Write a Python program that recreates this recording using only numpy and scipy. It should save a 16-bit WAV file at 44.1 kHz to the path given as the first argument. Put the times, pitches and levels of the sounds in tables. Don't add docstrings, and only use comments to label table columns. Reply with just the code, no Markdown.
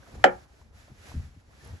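import sys
import numpy as np
from scipy import signal
from scipy.fft import rfft, irfft, next_fast_len
from scipy.io import wavfile
from scipy.ndimage import uniform_filter1d, map_coordinates

SR = 44100
rng = np.random.default_rng(int(sys.argv[2]) if len(sys.argv) > 2 else 0)


def convert_level_to_amplitude(level_db):
    exponent = np.asarray(level_db, float) / 20
    return 10 ** exponent


def persist_wave(psi):
    counts = np.round(np.clip(psi, -1, 1) * 32767).astype(np.int16)
    wavfile.write(sys.argv[1], SR, np.atleast_2d(counts).T)


N = 79380
T = np.arange(SR // 2) / SR

# t/s, level/dB
RUSTLE_LEVEL = [
    [(0.0, -71.5), (0.088, -67.5), (0.144, -67), (0.152, -63.5), (0.172, -69.5), (0.192, -69), (0.22, -67)],
    [(0.44, -70.5), (0.454, -75), (0.476, -79.5), (0.48, -76.5), (0.614, -72.5), (0.636, -76.5),
     (0.72, -82), (0.75, -72), (0.788, -67), (0.936, -74), (1.086, -59.5), (1.174, -66.5), (1.25, -69),
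     (1.336, -76.5), (1.348, -75), (1.378, -78), (1.408, -75), (1.424, -80.5), (1.648, -64.5), (1.8, -70.5)],
]
# f/Hz, level/dB
CLOTH_SPECTRUM = [(120, -35.5), (200, -5.5), (761, -4.5), (961, -9), (1680, -3.5), (3030, -11), (6200, -13),
                  (8200, -18), (10700, -48), (18000, -120)][:-2] + [(10500, -17.5), (12500, -23.5),
                  (14000, -66)]
# f/Hz, level/dB
MISSING_BANDS = [(8250, 0), (8450, -45), (9600, -45), (9800, 0), (11900, 0), (12300, -14)]
CLOTH_DB = 7.5
# t/s, level/dB
RUBBING_LEVEL = [(0, -66), (.08, -58), (.11, -58), (.16, -57), (.22, -54), (.46, -66.5), (.58, -67.5),
                 (.72, -71), (.86, -71), (.9, -62), (.96, -69), (1.08, -63), (1.15, -60.5), (1.3, -72.5),
                 (1.45, -70), (1.52, -65.5), (1.57, -68.5), (1.67, -57), (1.74, -60.5), (1.8, -67)]
# f/Hz, level/dB
RUBBING_SPECTRUM = [(120, -19.5), (200, 0), (400, 0.5), (900, -5.5), (1800, -14), (2500, -18.5),
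                    (4000, -71)]
# t/s, level/dB
HANDLING_LEVEL = [(0, -47), (.07, -60.5), (.19, -44), (.29, -56.5), (.45, -57), (.55, -63.5), (.67, -54.5),
                  (.82, -59), (.98, -56.5), (1.1, -51.5), (1.2, -42), (1.33, -54.5), (1.43, -59),
                  (1.6, -57.5), (1.72, -45), (1.8, -55)]
# f/Hz, level/dB
RUMBLE_SPECTRUM = [(12, -57), (20, -18), (59, -2), (75, -1.5), (108, -7.5), (142, -10.5), (172, -21),
                   (221, -12.5), (300, -27), (390, -62.5), (660, -120)]
# f/Hz, correlation (-1 to 1)
LIKENESS = [(60, 0.88), (140, 0.89), (350, 0.32), (850, 0.48), (2050, -0.33), (4940, 0.4), (12000, 0.71)]
# f/Hz, left minus right level/dB
BALANCE = [(60, 1.5), (230, 0.0), (850, -2), (3180, -2.0), (12000, 1.5)]

# t/s, level/dB, f/Hz of the fundamental, extra overtone level/dB
BUMPS = [(0.131, -42, 86.5, 4), (0.169, -37, 74, 2.5), (0.199, -41, 69.4, 3), (0.341, -45.5, 59, 3.5),
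         (0.502, -49.5, 61.56, -10), (0.611, -44, 72.4, -17), (0.708, -52.5, 66, -21),
         (0.906, -47.5, 73.3, 12.5), (1.142, -33, 84.5, 8), (1.165, -24.5, 74.5, 1), (1.2, -39, 75.2, 8),
         (1.235, -35.5, 68, -11), (1.279, -53.5, 80.5, 11.5), (1.364, -45.5, 89.8, 7),
         (1.69, -45.5, 88, -4.5), (1.725, -32, 84.5, -6)]
# multiple of the fundamental, level/dB, cycles to the peak
BUMP_PARTIALS = [(1, -0.5, 0.78), (1.75, -9, 0.97), (2.8, -12.5, 1.1)]
# t/s, level/dB before the attack, f/Hz, cycles to fall 20 dB
TICKS = [(.031, -43.5, 1528, 5.6), (.065, -45, 1230, 4.8), (.074, -38, 780, 1.3), (0.153, -49, 7000, 30),
         (.615, -44.5, 960, 4.3), (.882, -43.5, 618, 4), (0.894, -49.5, 338, 6.8), (0.903, -43.5, 255, 3.2),
         (0.153, -39.5, 450, 2.6), (1.117, -33.5, 996, 3.2), (1.136, -54.5, 4000, 8.9),
         (1.364, -56, 382, 1.3), (1.649, -46.5, 11000, 60), (1.655, -64, 11000, 24),
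         (1.675, -45.5, 10890, 35), (1.609, -49.5, 1750, 26), (1.71, -54, 1887, 35)]

# f/Hz, t60/s
ROOM_DECAY = [(150, 0.21), (500, 0.16), (1000, .26), (2000, 0.19), (4000, 0.078), (7000, .13),
              (11000, 0.023)]
# f/Hz, level/dB
ROOM_TONE = [(150, -10), (400, -13.5), (800, -16), (1100, -13), (1800, -16), (2500, -11.5), (4000, -13),
             (11000, -14)]
ROOM_DELAY_S = .005

CLICK_S = .2404
# f/Hz, level/dB, t60/s, left minus right level/dB
CATCH_MODES = [(1405, -9.5, 0.12, 7.5), (1655, -15.5, 0.059, -15.5), (1750, -1.5, .03, 1),
               (1996, -5.5, 0.019, 7.5), (2230, -10.5, 0.034, -0.5), (3080, -13.5, 0.086, -0.5),
               (4000, -30.5, 0.023, 9.5), (4270, -28.5, 0.067, -3), (5330, -26.5, 0.029, 6),
               (6678, -29.5, .02, 2.5), (7556, -26.5, 0.025, -11.5), (8900, -38.5, 0.014, 12.5),
               (11000, -35, 0.016, 9.5)]
CATCH_RISE_S, CATCH_HELD_S, DAMPED_DB = 0.00066, 0.0027, -12
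# f/Hz, level/dB
CRACK_SPECTRUM = [(300, -17), (500, 0.5), (800, -1.5), (1000, 6.5), (1800, 14), (2500, 1), (3600, -0.5),
                  (4500, 0), (6500, -4.5), (8000, -11), (11000, -26.5), (12500, -22)]
# f/Hz, t60/s
CRACK_DECAY = [(300, 0.078), (800, 0.04), (2000, .07), (4000, 0.039), (8000, .025), (11000, 0.005)]
# f/Hz, level/dB, t60/s, left minus right level/dB
THUD_MODES = [(770, -2, .04, 0)]
# f/Hz, level/dB, t60/s, left minus
# right level/dB
PAN_MODES = [(130, -35, 0.17, -1), (185, -37, 0.27, -6.5), (222.1, -27.5, 0.13, -1.5),
             (254.7, -26.5, .12, 1), (288.6, -22.5, 0.11, -5.5), (363, -26, 0.21, 3), (398, -25.5, 0.14, 0),
             (450, -19, 0.11, -11), (484, -13.5, 0.1105, 6), (497.4, -14.5, .16, 6),
             (522.4, -17.5, 0.12, -7.5), (555.3, -9.5, 0.1, -5.5), (623, -26, 0.13, -13.5),
             (691, -12, .07, 1.5), (748.6, -10, .085, 6), (764, -23, 0.28, -0.5), (827, -19.5, 0.17, 0.5),
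             (800, -13, 0.08, -3), (963.7, -22.5, .05, 5.5), (1202, -26, 0.12, 4.5)]
PAN_DELAY_S, PAN_RISE_CYCLES, PAN_LAG_CYCLES = 0.00058, 1.2, 1.3
LEAD_S, SCATTER = 0.00028, 0.55
WAVER, WAVER_RATE = .45, 45

OVERLOAD_CEILING, OVERLOAD_KNEE = .98, 6


def unit(x):
    return x / np.sqrt(np.mean(x ** 2) + 1e-20)


def along(points, hz):
    f, v = np.transpose(points)
    return np.interp(np.log(hz + 1), np.log(f + 1), v)


def curve(rows):
    s, db = np.vstack(rows).T
    return convert_level_to_amplitude(np.interp(np.arange(N) / SR, s, db))


def filtered(x, response):
    m = next_fast_len(N + 8192)
    return irfft(rfft(x, m) * response(np.fft.rfftfreq(m, 1 / SR)), m)[..., :N]


def placed(sound, s):
    return np.pad(sound, ((0, 0), (round(s * SR), N)))[:, :N]


def rush(spectrum, patchy_db):
    z = signal.stft(rng.standard_normal((2, N)), nperseg=256)[2]
    patches = uniform_filter1d(rng.standard_normal(z.shape[1:]), 6, 0)
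    patches = uniform_filter1d(patches, 6, 1)
    pair = signal.istft(z * convert_level_to_amplitude(patchy_db * unit(patches)), nperseg=256)[1][:, :N]

    def mid_side_gain(hz):
        angle = np.arccos(np.clip(along(LIKENESS, hz), -1, 1)) / 2
        return convert_level_to_amplitude(along(spectrum, hz)) * [np.cos(angle), np.sin(angle)]

    mid, side = filtered(pair, mid_side_gain)
    both = np.array([mid + side, mid - side])
    both = filtered(both, lambda hz: convert_level_to_amplitude(np.outer([.5, -.5], along(BALANCE, hz))))
    return both / np.sqrt(np.mean(both.mean(0) ** 2))


def dying(decays):
    hz, t, z = signal.stft(rng.standard_normal((2, len(T))), SR, nperseg=128)
    fade = convert_level_to_amplitude(-60 * t / along(decays, hz)[:, None])
    tail = signal.istft(z * fade, SR, nperseg=128)[1][:, :len(T)]
    return tail / np.linalg.norm(tail[0])


def ring(modes, rise, lag_cycles):
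    out = np.zeros((2, len(T)))
    halves = np.array([[.5], [-.5]])
    for hz, db, t60, pan_db in modes:
        t = np.maximum(T - lag_cycles / hz + [[0], [-LEAD_S]], 0)
        drift = map_coordinates(np.cumsum(rng.standard_normal(99)), [T * WAVER_RATE])
        phase = SCATTER * rng.normal() * halves + WAVER * (drift - drift[0])
        decay = convert_level_to_amplitude(db + halves * pan_db - 60 * t / t60)
        attack = 1 - np.exp(-t / rise(hz))
        out += decay * attack * np.sin(2 * np.pi * hz * t + phase)
    return out


def handling_rumble():
    return curve(HANDLING_LEVEL) * rush(RUMBLE_SPECTRUM, patchy_db=2.0)


def rubbing():
    return curve(RUBBING_LEVEL) * rush(RUBBING_SPECTRUM, patchy_db=3.0)


def cloth_rustle():
    friction = rush(CLOTH_SPECTRUM, patchy_db=0.5)
    heard = filtered(friction, lambda hz: convert_level_to_amplitude(along(MISSING_BANDS, hz)))
    return convert_level_to_amplitude(CLOTH_DB) * curve(RUSTLE_LEVEL) * heard


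def bumps():
    out = np.zeros((2, N))
    for s, db, hz, overtone_db in BUMPS:
        for multiple, level, cycles in BUMP_PARTIALS:
            f = hz * multiple
            u = T * f / cycles
            swell = u * np.exp(1 - u) * convert_level_to_amplitude([[.8], [-.8]])
            gain = convert_level_to_amplitude(db + level + (multiple != 1) * overtone_db)
            out += placed(-swell * gain * np.sin(2 * np.pi * f * T), s)
    return out


def ticks():
    out = np.zeros((2, N))
    for s, db, hz, cycles in TICKS:
        lean = rng.normal() * np.array([[1], [-1]])
        u = T * hz / cycles
        decay = convert_level_to_amplitude(db + lean - 20 * u)
        attack = 1 - np.exp(-8 * u)
        out += placed(decay * attack * np.sin(2 * np.pi * hz * T), s)
    return out


def room(x):
    wet = placed(signal.fftconvolve(x, dying(ROOM_DECAY), axes=1), ROOM_DELAY_S)
    return filtered(wet, lambda hz: convert_level_to_amplitude(along(ROOM_TONE, hz)))


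def pan_boom():
    boom = ring(THUD_MODES + PAN_MODES, lambda hz: PAN_RISE_CYCLES / hz, PAN_LAG_CYCLES)
    return placed(boom, CLICK_S + PAN_DELAY_S)


def crack():
    left, other = dying(CRACK_DECAY)
    burst = np.array([left, 1.1 * left + 1.5 * other])
    return filtered(placed(burst, CLICK_S + .0006), lambda hz: convert_level_to_amplitude(along(CRACK_SPECTRUM, hz)))


def catch_snap():
    seated = 1 / (1 + np.exp(-np.clip((T - CATCH_HELD_S) / 0.0001, -50, 50)))
    rings = ring(CATCH_MODES, lambda hz: CATCH_RISE_S, 0)
    return placed(rings * convert_level_to_amplitude(DAMPED_DB * seated), CLICK_S)


def scene():
    movement = handling_rumble() + rubbing() + cloth_rustle()
    hit = catch_snap() + crack() + pan_boom()
    return movement + bumps() + ticks() + room(hit) + hit


def low_pass(x):
    return signal.sosfilt(signal.butter(12, 12550, fs=SR, output="sos"), x)


def record(dry):
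    bend = (1 + np.abs(dry / OVERLOAD_CEILING) ** OVERLOAD_KNEE) ** (1 / OVERLOAD_KNEE)
    mix = dry / bend
    return low_pass(mix)


dry = scene()
out = record(dry)
persist_wave(out)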